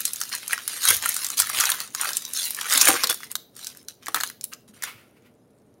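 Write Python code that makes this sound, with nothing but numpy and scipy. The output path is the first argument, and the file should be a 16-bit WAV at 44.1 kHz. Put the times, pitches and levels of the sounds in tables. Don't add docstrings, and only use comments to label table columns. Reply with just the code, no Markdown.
import sys
import numpy as np
from scipy import signal
from scipy.fft import rfft, irfft, next_fast_len
from scipy.io import wavfile
from scipy.ndimage import uniform_filter1d

SR = 44100
rng = np.random.default_rng(int(sys.argv[2]) if len(sys.argv) > 2 else 0)


def log_audio(samples):
    frames = np.atleast_2d(samples).T
    limited = np.clip(frames, -1, 1)
    pcm = np.round(limited * 32767).astype(np.int16)
    wavfile.write(sys.argv[1], SR, pcm)


N = 255780

# [start t/s, held length t/s, sizzle level/dB, panel level/dB]
FINGER_STROKES = [(0.0, 0.018, -36.5, -46), (0.051, 0.03, -32.5, -47.5), (0.221, 0.0071, -35, -42),
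                  (0.319, 0.031, -33.5, -37.5), (0.43, 0.021, -48, -43), (0.501, 0.033, -32, -36),
                  (0.585, 0.021, -58, -47), (0.689, 0.086, -35, -44), (0.83, 0.12, -24.5, -36.5),
                  (0.88, 0.022, -17, -24), (1.03, 0.082, -31, -39), (1.142, 0.11, -31.5, -43.5),
                  (1.3, 0.039, -34.5, -44), (1.377, 0.028, -20, -46), (1.398, 0.11, -34.5, -44.5),
                  (1.547, 0.12, -26.5, -32.5), (1.68, 0.14, -35.5, -41), (1.969, 0.017, -38, -44),
                  (2.007, 0.092, -32.5, -34.5), (2.15, 0.027, -33, -51), (2.353, 0.13, -30, -48.5),
                  (2.58, 0.097, -39.5, -38), (2.715, 0.18, -22, -31), (2.871, .025, -24, -20.5),
                  (2.915, 0.13, -32, -34.5), (3.095, 0.018, -23.5, -32), (3.207, 0.052, -47, -51.5),
                  (3.303, 0.014, -46.5, -50), (3.579, 0.12, -45, -56.5), (3.752, 0.055, -57, -64),
                  (3.884, 0.022, -47, -63), (4.029, 0.071, -52.5, -53), (4.155, 0.01, -31.5, -31.5),
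                  (4.18, 0.041, -46, -48.5), (4.433, 0.012, -44, -61), (4.519, 0.015, -48, -47.5),
                  (4.68, 0.016, -53.5, -62), (4.741, 0.035, -55.5, -64), (4.831, 0.016, -34, -39)]
# [t/s, level/dB]
GRIP_RUSTLE = [(0, -41), (1.84, -49.5), (1.87, -63), (1.94, -49), (1.98, -41), (3.15, -44.5), (3.45, -81),
               (3.62, -68), (4.0, -72.5), (4.27, -40), (4.38, -74.5), (4.78, -77.5), (4.88, -71.5),
               (5.35, -79)]
# [f/Hz, relative level/dB]
PICKED_UP_FILM = [(900, -34), (2000, -6.5), (2800, -5.5), (3800, 4), (5000, 1), (7200, 2), (7900, -11.5),
                  (8400, 2.5), (11000, 1), (13000, -5), (15500, -8), (16500, -13.5)]
# [f/Hz, relative level/dB]
PANEL_SPECTRUM = [(30, -52.5), (100, -24), (300, -21.5), (600, -11.5), (850, -10), (1200, -1.5), (1600, -1),
                  (2200, -4), (3000, -4.5), (6000, -39)]
# [t/s, crack level/dB, panel pop level/dB, crack pitch f/Hz]
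SET_SNAPS = [(.0528, -16, -59, 7100), (.1334, -22.5, -61, 10000), (.159, -29, -60, 6730),
             (.2137, -20.5, -26.5, 6300), (.3366, -38, -30, 4500), (.3501, -24.5, -45, 8160),
             (.479, -24.5, -43.5, 9450), (.5306, -20, -13, 9700), (.578, -32.5, -26, 5370),
             (.6776, -19.5, -32.5, 9430), (.8525, -15.5, -20, 10300), (.886, -12, -32, 9570),
             (.9041, -10.5, -20, 10600), (.9667, -22.5, -45, 10000), (1.0244, -27.5, -27, 8030),
             (1.037, -38, -26.5, 4300), (1.0581, -18.5, -16.5, 9300), (1.0906, -16, -32.5, 10250),
             (1.1429, -24, -52, 8900), (1.1647, -20.5, -28.5, 8140), (1.2454, -21, -36, 6300),
             (1.302, -23.5, -33, 6570), (1.3997, -10.5, -21.5, 9000), (1.4198, -20, -24, 5540),
             (1.4712, -28, -30, 10100), (1.4979, -24.5, -24, 9820), (1.6006, -16, -19.5, 10200),
             (1.607, -14.5, -23.5, 6080), (1.6368, -22.5, -18.5, 6820), (1.6543, -17, -30, 6100),
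             (1.6915, -23, -19.5, 9000), (1.7008, -15.5, -27, 9800), (1.7176, -17, -28, 3800),
             (1.8029, -24, -35, 4170), (1.9486, -22, -27, 6300), (2.0121, -18, -33, 9150),
             (2.0899, -24.5, -27.5, 3800), (2.1047, -29.5, -32, 8700), (2.1322, -25.5, -41, 5700),
             (2.1688, -16.5, -59, 8000), (2.251, -27.5, -56, 5900), (2.5061, -22.5, -40, 10910),
             (2.5472, -26.5, -47.5, 7550), (2.6115, -23.5, -35, 3420), (2.7234, -16.5, -25, 4664),
             (2.736, -15, -20, 7900), (2.7756, -13, -36, 8600), (2.8121, -9, -39, 6130),
             (2.8163, -12, -35.5, 5700), (2.854, -13.5, -28, 8450), (2.8781, -12.5, -19, 8830),
             (2.8859, -9, -14.5, 8700), (3.0357, -15.5, -17.5, 5400), (3.041, -16, -34, 4300),
             (3.0712, -21, -42, 4070), (3.0977, -16.5, -22.5, 9100), (3.1265, -26, -29, 9750),
             (3.2321, -38, -30.5, 4140), (3.315, -28, -46, 9100), (3.354, -20, -27.5, 4100),
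             (3.592, -41, -44, 5780), (3.6454, -32, -50, 5330), (3.6691, -26.5, -45, 6000),
             (3.749, -49, -48, 7800), (3.8843, -30, -44, 5900), (4.0676, -34, -28.5, 4750),
             (4.083, -28.5, -24, 4000), (4.06, -36, -50, 6600), (4.1445, -17, -16, 4000),
             (4.2085, -23.5, -25.5, 4300), (4.2027, -28, -25.5, 7200), (4.2345, -20, -20.5, 3900),
             (4.2999, -35, -36, 9900), (4.4109, -33.5, -54, 5600), (4.4407, -22.5, -56, 9700),
             (4.535, -33, -54, 5940), (4.823, -30.5, -32, 6800), (4.836, -24.5, -24.5, 9200)]
# [peak t/s, level/dB, time to rise or fall by a factor e t/s]
SQUEAKS = [(.87, -33, .03), (1.399, -20, .011), (2.45, -38, .03)]
# [f/Hz, width f/Hz, relative level/dB]
SQUEAK_MODES = [(3220, 140, -6.5), (8450, 350, -13), (9540, 67, 12), (10590, 240, -13.5),
                (10900, 180, -15.5), (12100, 110, -16)]
# [peak t/s, level/dB, time to rise or fall by a factor e t/s]
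CARD_SLIDES = [(4.77, -73, 0.019), (4.88, -36.5, 0.031), (5.0, -57, 0.073), (5.175, -62, 0.013),
               (5.265, -59, 0.024)]
# [f/Hz, width f/Hz, relative level/dB]
CARD_MODES = [(1423, 210, 3), (2200, 950, 2.5), (4520, 700, -21), (10000, 6700, -13.5)]
# [t/s, level/dB, pitch f/Hz, time to fall 60 dB t/s]
HAND_BUMPS = [(0.901, -37.5, 95, 0.26), (0.898, -30, 173, 0.045), (0.961, -39, 78.5, 0.2),
              (1.4, -47, 89, .3), (1.58, -39, 97, 0.066), (2.749, -36, 263, 0.19), (2.891, -40, 87.6, 0.16),
              (4.16, -47.5, 131.6, 0.12), (4.69, -43, 211.7, 0.25), (4.945, -44, 116.9, 0.2)]
# [t/s, level/dB, taken 9.5 dB below the peak]
POUCH_FLEXES = [(0.902, -43.5), (2.82, -40.5), (2.887, -22.5), (2.937, -31.5), (3.039, -34.5), (3.098, -38),
                (4.084, -45), (4.15, -40.5)]
# [f/Hz, width f/Hz, relative level/dB]
POUCH_MODES = [(280, 17, -7), (344, 45, 3), (475.7, 52, 7.5), (778.5, 35, 7.5), (1436, 52, 1)]
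# [f/Hz, time to fall 60 dB t/s]
ROOM_DECAY = [(150, .4), (1000, 0.21), (4000, 0.37), (9000, 0.19), (16000, 0.45)]
# [f/Hz, relative level/dB per Hz]
ROOM_NOISE = [(15, -74.5), (25, -32), (84, -11.5), (102, -9.5), (123, -6.5), (175, -9.5), (249, -5),
              (317, -11), (476, -10), (516, -17), (560, -12.5), (936, -25), (7710, -51), (10100, -38.5),
              (16000, -54)]
# [f/Hz, rms level/dB]
HUM_TONES = [(118.4, -81), (247.6, -75)]

RISE_SHARE, RELEASE_S, LINGER_SHARE = 0.13, 0.0092, 0.16
GRIP_PANEL_DB = -14.5
SNAP_MS, SNAP_REF_DB, DB_PER_DOUBLING = 2, -25.5, 20
CREASES_PER_S, CREASE_HZ = 22, 7800
CREASE_CRACK_DB, CREASE_POP_DB, CREASE_SCATTER_DB, CREASE_MAX_DB = 2.5, 2.5, 6, -24
TOP_HZ = 15900


def effort():
    t = np.arange(N) / SR
    grip = amp(np.interp(t, *np.transpose(GRIP_RUSTLE)))
    sizzle_power = grip ** 2
    panel_power = (amp(GRIP_PANEL_DB) * grip) ** 2
    for start, length, sizzle_db, panel_db in FINGER_STROKES:
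        early = np.maximum(start - t, 0) / (RISE_SHARE * length)
        late = np.maximum(t - start - length, 0) / (RELEASE_S + LINGER_SHARE * length)
        stroke = np.exp(-np.minimum(early + late, 20))
        sizzle_power = sizzle_power + (amp(sizzle_db) * stroke) ** 2
        panel_power = panel_power + (amp(panel_db) * stroke) ** 2
    return np.sqrt(sizzle_power), np.sqrt(panel_power)


def rubbing(sizzle_gain, panel_gain):
    slips = crackle(rate=530, spread_db=4.0) ** 2
    energy = signal.lfilter([1], [1, -np.exp(-1 / (0.00023 * SR))], slips)

    def friction(steady):
        return np.sqrt(energy / energy.mean() + steady) * rng.standard_normal(N)

    sizzle = coloured(shifting(friction(steady=0.87), depth_db=4.5, size=4), PICKED_UP_FILM)
    panel = coloured(shifting(friction(steady=0.26), depth_db=4.0, size=3), PANEL_SPECTRUM)
    return amp(0.16) * sizzle * sizzle_gain + amp(2.0) * panel * panel_gain


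def snaps(rows):
    out = np.zeros(N)
    t = np.arange(2048) / SR
    for start, crack_db, pop_db, hz in rows:
        life = SNAP_MS / 1000 * 2 ** ((crack_db - SNAP_REF_DB) / DB_PER_DOUBLING)
        gather = np.minimum(t / 0.0004, 1)
        shape = gather * (np.exp(-t / life) + 0.05 * np.exp(-t / 0.008))
        burst = shape * rng.standard_normal(len(t))
        panel_hz = 1500 * np.exp(0.13 * rng.standard_normal())

        def crack_response(f):
            film = resonance(f, hz, 0.22 * hz) + 0.36 * resonance(f, 6700, 14000)
            return film * resonance(f, 10000, 24000) * band_limit(f)

        crack = filtered(burst, crack_response)
        pop = filtered(burst, lambda f: resonance(f, panel_hz, 760) ** 2)
        add(out, start, amp(crack_db + 0.06) * snap_sized(crack) + amp(pop_db - 2.73) * snap_sized(pop))
    return out


def snap_sized(x):
    return x * np.sqrt(0.0045 * SR / np.sum(x ** 2))


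def small_creases(sizzle_gain, panel_gain):
    chance = rng.random(size=(400, 2))
    scatter = rng.standard_normal(size=(400, 3))
    rows = []
    for (place, luck), (crack, pop, pitch) in zip(chance, scatter):
        if luck < CREASES_PER_S * N / SR / len(chance):
            at = int(place * N)
            crack_db = 20 * np.log10(sizzle_gain[at]) + CREASE_CRACK_DB + CREASE_SCATTER_DB * crack
            pop_db = 20 * np.log10(panel_gain[at]) + CREASE_POP_DB + CREASE_SCATTER_DB * pop
            hz = CREASE_HZ * np.exp(0.28 * pitch)
            rows.append((at / SR, min(crack_db, CREASE_MAX_DB), min(pop_db, CREASE_MAX_DB), hz))
    return rows


def squeaks():
    slips = crackle(rate=2400, spread_db=8.0)
    return swells(SQUEAKS) * unit(ringing(slips, SQUEAK_MODES))


def cards():
    slips = crackle(rate=6100, spread_db=-1.5)
    return swells(CARD_SLIDES) * unit(ringing(slips, CARD_MODES))


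def handling():
    out = np.zeros(N)
    t = np.arange(SR // 2) / SR
    for start, db, hz, t60 in HAND_BUMPS:
        onset = 1 - np.exp(-t / 0.004)
        add(out, start, amp(db - 60 * t / t60) * np.sin(2 * np.pi * hz * t) * onset)
    for start, db in POUCH_FLEXES:
        push = rng.standard_normal(len(t)) * np.exp(-t / 0.015)
        flap = ringing(push, POUCH_MODES)
        add(out, start, amp(db + 9.5) * flap / abs(flap).max())
    return out


def room(x, wall_db, tail_db):
    out = x.copy()
    size = SR // 8
    for start in range(0, N, size):
        hz, t, z = signal.stft(rng.standard_normal(SR // 3), SR, nperseg=256)
        fade = amp(-60 * t / along(ROOM_DECAY, hz)[:, None])
        buildup = 1 - np.exp(-t / 0.02)
        tail = signal.istft(z * fade * buildup, SR, nperseg=256)[1]
        walls = np.zeros(len(tail))
        delays = (rng.uniform(0.0015, 0.014, 20) * SR).astype(int)
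        walls[delays] = rng.standard_normal(20)
        answer = amp(wall_db) * walls / np.linalg.norm(walls) + amp(tail_db) * tail / np.linalg.norm(tail)
        add(out, start / SR, signal.fftconvolve(x[start:start + size], answer))
    return out


def background():
    t = np.arange(N) / SR
    hum = sum(amp(db) * np.sqrt(2) * np.sin(2 * np.pi * hz * t) for hz, db in HUM_TONES)
    return amp(-58.0) * coloured(rng.standard_normal(N), ROOM_NOISE) + hum


def crackle(rate, spread_db):
    sizes = amp(spread_db * np.minimum(rng.standard_normal(N), 2)) * rng.choice([-1, 1], N)
    return unit(sizes * (rng.random(N) < rate / SR))


def shifting(x, depth_db, size):
    z = signal.stft(x, nperseg=512)[2]
    field = uniform_filter1d(rng.standard_normal(z.shape), size=size, axis=0)
    field = uniform_filter1d(field, size=8, axis=1)
    return signal.istft(z * amp(depth_db * unit(field)), nperseg=512)[1][:N]


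def swells(rows):
    t = np.arange(N) / SR
    return sum(amp(db) * np.exp(-abs(t - peak) / fade) for peak, db, fade in rows)


def resonance(f, hz, width):
    return 1j * f * width / (hz * hz - f * f + 1j * f * width)


def ringing(x, modes):
    return filtered(x, lambda f: sum(amp(db) * resonance(f, hz, width) for hz, width, db in modes))


def coloured(x, spectrum):
    return unit(filtered(x, lambda f: amp(along(spectrum, f))))


def filtered(x, response):
    m = next_fast_len(len(x) + 4096)
    return irfft(rfft(x, m) * response(np.fft.rfftfreq(m, 1 / SR)), m)[:len(x)]


def band_limit(f):
    return 1 / np.sqrt(1 + (f / TOP_HZ) ** 260)


def along(points, hz):
    f, v = np.transpose(points)
    return np.interp(np.log(hz + 1), np.log(f + 1), v)


def amp(db):
    return 10 ** (np.asarray(db) / 20)


def unit(x):
    return x / np.sqrt(np.mean(x ** 2) + 1e-20)


def add(track, start, sound):
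    part = track[max(round(start * SR), 0):][:len(sound)]
    part += sound[:len(part)]


def scene():
    gains = effort()
    film = rubbing(*gains) + snaps(SET_SNAPS) + snaps(small_creases(*gains))
    pack = film + squeaks() + cards() + handling()
    return (room(pack, wall_db=-12.0, tail_db=-16.0) + background())[None]


def record(dry):
    rounded = dry[0] / (1 + dry[0] ** 4) ** (1 / 4)

    def microphone(f):
        return (1j * f / (35 + 1j * f)) ** 2 * band_limit(f)

    return filtered(rounded, microphone)[None]


dry = scene()
out = record(dry)
log_audio(out)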